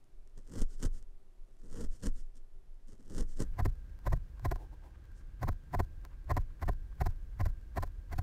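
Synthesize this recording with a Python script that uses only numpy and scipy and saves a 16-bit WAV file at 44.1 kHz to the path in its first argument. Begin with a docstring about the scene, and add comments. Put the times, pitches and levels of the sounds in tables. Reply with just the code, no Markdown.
"""Needle felting, close up

A barbed needle is worked into wool on a foam pad on a table, in a quiet room. Three slow, rustling
stabs come first, then eleven quick ones that crunch and thump the pad. Each stab is two strokes,
in and out: the barbs snap through fibres, then the smooth shaft slides with a soft hiss."""
import sys
import numpy as np
from scipy import signal
from scipy.fft import rfft, irfft, next_fast_len
from scipy.io import wavfile
from scipy.ndimage import uniform_filter1d

SR = 44100
rng = np.random.default_rng(int(sys.argv[2]) if len(sys.argv) > 2 else 0)


def output_pcm(signal):
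    """Save a mono or channel-first signal as 16-bit PCM at the path in sys.argv[1].

    Samples are clipped to [-1, 1] before scaling.
    """
    pcm = np.clip(np.atleast_2d(signal).T, -1, 1) * 32767
    wavfile.write(sys.argv[1], SR, np.round(pcm).astype(np.int16))


N = 362590
LOUDER_FROM_S = 3.44   # the background steps up here
CUTOFF_HZ = 15900   # the top of the treble

# Levels in all tables are relative: the functions add their own gains.
# slow stabs: push grips t/s, push is through t/s, its force climb/(dB/s), push level/dB,
# pull grips t/s, pull is through t/s, pull level/dB
SLOW_STABS = [(0.568, 0.622, 250, -41, 0.833, 0.855, -35), (1.792, 1.845, 145, -44.3, 2.042, 2.076, -38.7),
              (3.177, 3.224, 215, -42, 3.404, 3.423, -35.3)]
# quick stabs: in t/s, half length going in/s, in level/dB, out t/s, out level/dB, thump level/dB
QUICK_STABS = [(3.6, .007, -37.5, 3.658, -34, -28.5), (4.073, .0055, -36, 4.132, -36, -28.5),
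               (4.457, .0052, -34, 4.52, -34.5, -31.5), (5.434, .0055, -37, 5.487, -35, -30.5),
               (5.747, .005, -31.5, 5.802, -30.5, -31), (6.312, .0065, -32.5, 6.374, -32, -30),
               (6.63, .0053, -40.5, 6.69, -32.5, -30.5), (7.015, .0046, -34.5, 7.066, -37.5, -29),
               (7.409, .0052, -39, 7.462, -43, -31), (7.778, .0058, -33.5, 7.833, -37, -35),
               (8.132, .0068, -45, 8.189, -40.5, -33)]
# tone of the dull rustle of wool and pad in slow work: f/Hz, level/dB
SLOW_BODY = [(30, -2), (85, 2), (125, -6), (190, 0.5), (270, -2.5), (330, -7), (500, -9.5), (700, -27.5),
             (1100, -25.5), (2000, -32.5), (2600, -94), (8000, -55)]
# tone of fibres snapping in slow work: f/Hz, level/dB
SLOW_FIBRES = [(300, -46), (1500, -1), (2000, -3.5), (2500, -10), (3000, -1), (3900, -5.5), (5200, 2),
               (7200, 3), (9200, 1), (10500, -10), (13000, -10.5), (15500, -27)]
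# tone of fibres tearing in quick work: f/Hz, level/dB
QUICK_FIBRES = [(300, -8), (1500, 15), (2900, -1), (3550, 1), (4100, 5.5), (7500, 0.5), (10500, -4),
                (12500, 3), (15500, -2)]
# very deep tone of the swaying pad and of the early rumble: f/Hz, level/dB
SWAY = [(8, -1), (16, 7.5), (26, -1.5), (36, -17.5), (55, -27), (120, -32.5), (400, -80)]
# low resonances of the pad, heard as a knock: f/Hz, width/Hz, level/dB
KNOCK_MODES = [(254, 150, -3.5), (402, 52, -1), (552, 118, -6.5), (722, 69.6, 2), (1020, 85, 1)]
# higher resonances, heard as a rasp: f/Hz, width/Hz, level/dB
RASP_MODES = [(1487, 247, 5.5), (1850, 354, 7), (2056, 610, -7.5)]
RUSTLE_CLIMB_DB_PER_S, CRACKLE_FALL_DB_PER_S = 750, 1050   # in slow stabs; the climb is the pull's


def from_db(db):
    """Turn decibels into a gain to multiply by."""
    return 10 ** (np.asarray(db) / 20)


def rms_one(x):
    """Scale a signal so that its average strength (rms) is 1."""
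    return x / np.sqrt(np.mean(x ** 2) + 1e-20)


def clock():
    """The time of every sample, in seconds."""
    return np.arange(N) / SR


def colour(x, spectrum):
    """Filter a sound to the tone given as (f/Hz, level/dB) rows; white noise keeps its power."""
    size = 2 * next_fast_len(N // 2 + SR // 2)
    hz, db = np.transpose(spectrum)
    grid = np.maximum(np.arange(size // 2 + 1) * SR / size, 1)
    gain = from_db(np.interp(np.log(grid), np.log(hz), db)) / (1 + (grid / CUTOFF_HZ) ** 60)
    # make the filter minimum-phase, so that nothing rings ahead of a click
    cepstrum = irfft(np.log(rms_one(gain)))
    cepstrum[1:size // 2] *= 2
    cepstrum[size // 2 + 1:] = 0
    return irfft(rfft(x, size) * np.exp(rfft(cepstrum)))[:N]


def resonate(x, modes):
    """Ring resonances side by side, with alternating signs; white noise keeps about its power."""
    out, power = 0, 0
    for k, (hz, width, db) in enumerate(modes):
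        r = np.exp(-np.pi * width / SR)
        poles = [1, -2 * r * np.cos(2 * np.pi * hz / SR), r * r]
        ringing = signal.lfilter([(1 - r * r) / 2, 0, (r * r - 1) / 2], poles, x + 1e-18)
        out = out + (-1) ** k * from_db(db) * ringing
        power += from_db(db) ** 2 * np.pi * width / SR
    return out / np.sqrt(power)


def noise(spectrum):
    """Steady noise with the given tone, at strength 1."""
    return rms_one(colour(rng.standard_normal(N), spectrum))


def clicks(times, levels_db):
    """A one-sample click at each of the times."""
    out = np.zeros(N)
    out[np.clip((np.asarray(times) * SR).astype(int), 0, N - 1)] = from_db(levels_db)
    return out


def at_random(per_s):
    """Mark random samples, about so many each second."""
    return rng.random(N) < per_s / SR


def swells(times, rises, falls, levels_db, roundness):
    """A swell of force at each time, round on top and fading on both sides; rises and falls in s."""
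    power, t = np.zeros(N), clock()
    for s, rise, fall, db in np.broadcast(times, rises, falls, levels_db):
        near = slice(max(int((s - 20 * rise) * SR), 0), int((s + 20 * fall) * SR))
        from_peak = (t[near] - s) / np.where(t[near] < s, rise, fall)
        power[near] += from_db(db) ** 2 * np.exp(roundness ** 2 - roundness * np.hypot(roundness, from_peak))
    return np.sqrt(power)


def grips(starts, ends, climbs, falls, levels_db):
    """Force in dB: it climbs until the barbs grip, holds, then falls; climbs and falls in dB per s."""
    out, t = np.full(N, -200.), clock()
    for start, end, climb, fall, db in np.broadcast(starts, ends, climbs, falls, levels_db):
        near = slice(max(int((start - .5) * SR), 0), int((end + .5) * SR))
        shape = db - climb * np.maximum(start - t[near], 0) - fall * np.maximum(t[near] - end, 0)
        out[near] = np.maximum(out[near], shape)
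    return out


def held_to(x, force, span_s):
    """Make a sound's loudness follow the force that drives it, keeping its fine grain."""
    size = int(span_s * SR) + 1
    wanted, present = uniform_filter1d(uniform_filter1d(np.array([force, x]) ** 2, size), size)
    return x * np.sqrt((np.abs(wanted) + 1e-12) / (np.abs(present) + 1e-12))


def background():
    """Quiet room air over a deep rumble; at 3.44 s it steps up: more hiss, more rumble, a faint whine."""
    early_air_tone = [(20, 10.5), (60, -5), (90, -1.5), (180, -8), (330, -7.5), (395, 0), (440, -13),
                      (600, -11), (1000, -18), (3200, -27), (12000, -32.5), (16000, -50.5)]   # room air before the step: f/Hz, level/dB
    late_air_tone = [(100, -6.5), (180, -7), (250, -11), (320, -7.5), (400, -15.5), (520, -14.5),
                     (650, -21), (1500, -25.5), (2200, -29), (4000, -34.5), (6500, -37.5), (8600, -41),
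                     (13500, -48.5), (16000, -52)]   # room air after the step: f/Hz, level/dB
    rumble_tone = [(12, -9.5), (25, 4.5), (52, -1), (70, -5.5), (100, -14.5), (150, -20.5), (220, -42.5),
                   (500, -63.5)]   # deep rumble after the step: f/Hz, level/dB
    rumble_swing = [(3.44, -41), (3.97, -46), (4.45, -44), (4.86, -51), (5.9, -44), (6.16, -47),
                    (6.83, -44), (8.22, -45)]   # how that rumble rises and falls: t/s, level/dB
    t, whine_hz = clock(), 1592
    early = from_db(-68) * noise(early_air_tone) + from_db(-45.5) * noise(SWAY)
    swing_s, swing_db = np.transpose(rumble_swing)
    rumble = from_db(-44.3 + np.interp(t, swing_s, swing_db - swing_db.mean())) * noise(rumble_tone)
    haze = from_db(-80) * resonate(rng.standard_normal(N), [(whine_hz, 110, 0)])
    whine = from_db(-83) * rms_one(np.sin(2 * np.pi * whine_hz * t))
    late_air = from_db(-65.8) * noise(late_air_tone)
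    late = np.clip((t - LOUDER_FROM_S) / .02 + .5, 0, 1)
    return (1 - late) * early + late * (late_air + rumble + haze + whine)


def fingers():
    """Fingers rub softly as they shift the felt."""
    rubs = [(4.621, 0.018, -58.5), (4.736, 0.0069, -60.5), (4.863, 0.015, -60.5), (6.052, 0.0058, -63)]   # each rub: t/s, half length/s, level/dB
    rub_tone = [(100, -19), (300, 4.5), (520, -4), (900, 1.5), (1300, -19), (3000, -25.5), (16000, -32)]   # fingers on felt: f/Hz, level/dB
    s, half, db = np.transpose(rubs)
    return noise(rub_tone) * swells(s, half, half, db, roundness=1.9)


def loose_fibres():
    """Fibres tick at random; in quick work the wool also stirs, and the tip grazes it before each stab."""
    busy = clock() > LOUDER_FROM_S
    stirs = busy * at_random(per_s=4)
    stir_db = -67.5 + 3 * rng.uniform(-1, 1, N)
    stir = swells(clock()[stirs], .0041, .0025, stir_db[stirs], roundness=1.05)
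    graze_s = np.transpose(QUICK_STABS)[0] - .029
    graze = swells(graze_s, .0041, .0025, levels_db=-67, roundness=1.05)
    stirring = resonate(rng.standard_normal(N) * (stir + graze), [(1010, 360, 11), (1780, 1300, 3.5)])
    slow_ticks = ~busy * at_random(per_s=4) * from_db(-56 + 4 * rng.uniform(-1, 1, N))
    quick_ticks = busy * at_random(per_s=8) * from_db(-55 + 5 * rng.uniform(-1, 1, N))
    return stirring + colour(quick_ticks, QUICK_FIBRES) + colour(slow_ticks, SLOW_FIBRES)


def flicks():
    """The tip lets go of a fibre with a tick and a tiny knock, after each quick stab and at times between."""
    snags = [(3.99, -61, -12), (4.396, -60, -3), (4.559, -56, 4), (6.0508, -50, -11)]   # further ticks of the tip letting go, mostly between stabs, one a louder release just after a stab: t/s, level/dB, extra for the knock/dB
    out_s = np.transpose(QUICK_STABS)[3]
    time_jitter, level_jitter = rng.uniform(-1, 1, (len(out_s), 2)).T
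    release_s = out_s + .043 + .004 * time_jitter   # the tip leaves the wool
    releases = clicks(release_s, -63 + 3 * level_jitter)
    s, db, knock_db = np.transpose(snags)
    knocks = from_db(30.5) * (clicks(s, db + knock_db) + from_db(-9) * releases)
    ticks = from_db(17) * (clicks(s, db) + releases)
    return colour(ticks, QUICK_FIBRES) + resonate(knocks, KNOCK_MODES) + .13 * resonate(knocks, RASP_MODES)


def fibre_breaks(per_s, spread_db, friction, even_s):
    """Random snaps of uneven size over smooth rubbing noise, evened out to strength 1."""
    sizes = from_db(spread_db * np.minimum(rng.exponential(1, N), 4)) * rng.choice([-1, 1], N)
    grains = rms_one(sizes * at_random(per_s)) + friction * rng.standard_normal(N)
    return grains / np.sqrt(np.maximum(uniform_filter1d(grains ** 2, int(even_s * SR) + 1), 1e-9))


def catches(per_s, depth_db):
    """An uneven gain: the wool grips and lets go so many times a second."""
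    times = np.cumsum(rng.uniform(.5, 1.5, 8000)) / per_s
    grip = rng.uniform(-1, 1, len(times))
    return rms_one(from_db(depth_db * np.interp(clock(), times, grip)))


def rocking(times, levels_db, modes, soft_hz, uneven_db):
    """Each stroke shoves the pad, which rocks at a few low pitches; the foam softens the push."""
    out, chance = 0, rng.standard_normal((len(times), len(modes)))
    for k, (hz, db, ring_s, lag_s) in enumerate(modes):
        r, w = from_db(-60 / (ring_s * SR)), 2 * np.pi * hz / SR
        push = clicks(times + lag_s, levels_db + db + uneven_db * chance[:, k])
        out = out + signal.lfilter([0, np.sin(w)], [1, -2 * r * np.cos(w), r * r], push + 1e-18)
    return signal.sosfilt(signal.butter(2, soft_hz, fs=SR, output="sos"), out)


def slow_force(pull_climb, fall):
    """The force of the slow pushes and pulls, in dB; the pull's climb and the fall are in dB per s."""
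    push, push_end, climb, push_db, pull, pull_end, pull_db = np.transpose(SLOW_STABS)
    pushing = grips(push, push_end, climb, fall, push_db)
    pulling = grips(pull, pull_end, pull_climb, fall, pull_db)
    return np.maximum(pushing, pulling)


def slow_slides():
    """The smooth shaft hisses through the wool after slow strokes; later comes one light brush over it."""
    _, push_end, _, _, pull, pull_end, _ = np.transpose(SLOW_STABS)
    # the last pull has no slide after it
    s = np.r_[(push_end + pull) / 2, pull_end[:-1] + .108]
    shaft = from_db(grips(s - .021, s + .021, climbs=520, falls=520, levels_db=-68.5))
    brush = swells(times=5.182, rises=.016, falls=.016, levels_db=-74.5, roundness=9.1)
    hiss = rng.standard_normal(N) * (shaft + brush)
    return colour(hiss, SLOW_FIBRES) + from_db(5.5) * colour(hiss, SLOW_BODY)


def slow_snaps():
    """Single fibres snap in the slow work: a few at set times, and random ones that grow with the force."""
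    loud_snaps = [(0.2753, -58.5), (0.379, -53), (0.4759, -55.5), (0.832, -39), (1.0267, -53.5),
                  (2.0367, -42), (3.0991, -50)]   # the loudest single fibres: t/s, level/dB
    force_db = slow_force(RUSTLE_CLIMB_DB_PER_S, CRACKLE_FALL_DB_PER_S)
    size_db = -49.5 + .45 * (force_db - force_db.max()) + 3 * rng.uniform(-1, 1, N)
    small_snaps = at_random(per_s=55) * from_db(size_db)
    snaps = from_db(10.5) * (clicks(*np.transpose(loud_snaps)) + small_snaps)
    return colour(snaps, SLOW_FIBRES) + from_db(6.5) * colour(snaps, SLOW_BODY)


def slow_stabs():
    """Barbs creep through the wool in small catches over a dull rustle, then the pad sways back."""
    tip_touches = [(0.384, -55.5, -77), (1.642, -62, -82), (2.366, -67, -73.5), (2.893, -58, -68),
                   (2.932, -54, -70), (3.004, -59, -83), (3.11, -54, -80)]   # the tip feels for its place: t/s, rustle level/dB, crackle level/dB
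    pad_modes = [(23.8, 9, 0.16, 0.001), (47.2, -8, 0.24, 0.0052), (83, -4, 0.1, 0.0036)]   # pad and table rocking: f/Hz, level/dB, time to fade 60 dB/s, lag/s
    _, push_end, _, _, _, pull_end, _ = np.transpose(SLOW_STABS)
    touch_s, touch_db, scratch_db = np.transpose(tip_touches)
    touches = swells(touch_s, .007, .009, touch_db, roundness=2.5)
    scratches = swells(touch_s, .007, .009, scratch_db + 2.5, roundness=2.5)
    breaks = fibre_breaks(per_s=450, spread_db=2.5, friction=.4, even_s=.022)
    breaks *= catches(per_s=150, depth_db=6.5)
    drag = from_db(slow_force(RUSTLE_CLIMB_DB_PER_S, fall=680) + 1.2) + touches
    rustle = held_to(colour((breaks + rng.standard_normal(N)) * drag, SLOW_BODY), drag, span_s=.074)
    # once the needle halts, the crackle dies sooner than the dull rustle
    force_db = slow_force(pull_climb=560, fall=CRACKLE_FALL_DB_PER_S)
    crackle_gain = from_db(-49 + .98 * (force_db - force_db.max()))
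    crackle = colour(breaks * (crackle_gain + scratches), SLOW_FIBRES)
    lean = np.hypot(swells(push_end - .012, .042, .06, levels_db=-28, roundness=2.8),
                    swells(pull_end, .022, .075, levels_db=-30, roundness=2.2))
    sway = held_to(noise(SWAY) * lean, lean, span_s=.15)
    rock = rocking(np.r_[push_end, pull_end] - .011, -31.5, pad_modes, soft_hz=94, uneven_db=1.4)
    return rustle + crackle + sway + rock


def quick_slides():
    """The tip parts the surface wool; the shaft slides between the two strokes and again as it leaves."""
    slide_tone = [(150, 30), (450, 17), (1000, 15), (1900, 11), (2700, -1), (7500, -2.5), (10500, -2),
                  (15500, -1)]   # the shaft sliding in wool: f/Hz, level/dB
    in_s, _, _, out_s, _, _ = np.transpose(QUICK_STABS)
    entry = swells(in_s - .015, .01, .007, levels_db=-66.5, roundness=1.2)
    deep = swells((in_s + out_s) / 2 + .002, .005, .005, levels_db=-62.5, roundness=6)
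    leaving = swells(out_s + .036, .009, .0045, levels_db=-64.5, roundness=5.5)
    loose_wool = fibre_breaks(per_s=250, spread_db=6, friction=.35, even_s=.02)
    fine_wool = fibre_breaks(per_s=1500, spread_db=2.5, friction=.6, even_s=.01)
    slide = colour(rng.standard_normal(N) * (deep + leaving) + loose_wool * entry, slide_tone)
    return slide + from_db(-5) * colour(fine_wool * (deep + leaving), QUICK_FIBRES)


def quick_stabs():
    """Barbs tear through in about 10 ms, catching as they go, and make the pad ring; a thump follows."""
    thud_tone = [(25, -18), (50, 0), (95, 2), (135, -7), (190, -23), (500, -46), (2000, -87)]   # the pad's dull thud: f/Hz, level/dB
    pad_modes = [(26.34, 5, 0.34, 0.01284), (51.5, -1.5, 0.2, .003), (91, 6, 0.084, 0.00088)]   # pad and table rocking: f/Hz, level/dB, time to fade 60 dB/s, lag/s
    in_s, in_half, in_db, out_s, out_db, stab_thump_db = np.transpose(QUICK_STABS)
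    s, knock_db = np.r_[in_s, out_s], np.r_[in_db, out_db]
    half = np.r_[in_half, np.full(len(out_s), .0042)]   # half lengths in s; the pull is always brisk
    climb_db_per_s = np.repeat([1150, 3400], len(in_s))   # going in, coming out
    swing_db = knock_db - knock_db.mean()   # how much harder than average each stroke is
    breaks = fibre_breaks(per_s=3000, spread_db=1.5, friction=.65, even_s=.0046)
    breaks *= catches(per_s=350, depth_db=5.2)
    grip_s = np.r_[in_s - .8 * in_half, out_s - .007]
    tear_db = grips(grip_s, s + .6 * half, climb_db_per_s, falls=2200, levels_db=-51.2 + .33 * swing_db)
    crunch = colour(breaks * from_db(tear_db), QUICK_FIBRES)
    rasp_db = -44.3 + .55 * swing_db
    # the felt muffles everything above each group of resonances
    for modes, db, muffle_hz in (KNOCK_MODES, knock_db + 1.3, 1300), (RASP_MODES, rasp_db, 2700):
        force = swells(s - .0013, half * .74, half * .58, db, roundness=1.9)
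        felt = signal.butter(4, muffle_hz, fs=SR, output="sos")
        ringing = signal.sosfilt(felt, resonate(breaks * force, modes))
        crunch += held_to(ringing, force, span_s=.02)
    # the harder stroke of a pair takes more of the thump
    thump_db = np.tile(stab_thump_db, 2) + .3 * np.r_[in_db - out_db, out_db - in_db]
    push = swells(s + .0028, half * 1.13, half * 2.43, thump_db - 3, roundness=.94)
    thud = held_to(noise(thud_tone) * push, push, span_s=.025)
    return crunch + thud + rocking(s, thump_db + 1, pad_modes, soft_hz=220, uneven_db=.9)


def scene():
    """Everything is close and free of echo, in one channel."""
    slow_work = slow_stabs() + slow_slides() + slow_snaps()
    quick_work = quick_stabs() + quick_slides() + flicks()
    return (slow_work + quick_work + fingers() + loose_fibres() + background())[None]


def record(dry):
    """The microphone passes no steady pressure, and the highest treble is cut steeply."""
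    moving = signal.sosfilt(signal.butter(1, 10, "high", fs=SR, output="sos"), dry)
    return signal.sosfilt(signal.ellip(10, .1, 80, CUTOFF_HZ, fs=SR, output="sos"), moving)


dry = scene()
out = record(dry)
output_pcm(out)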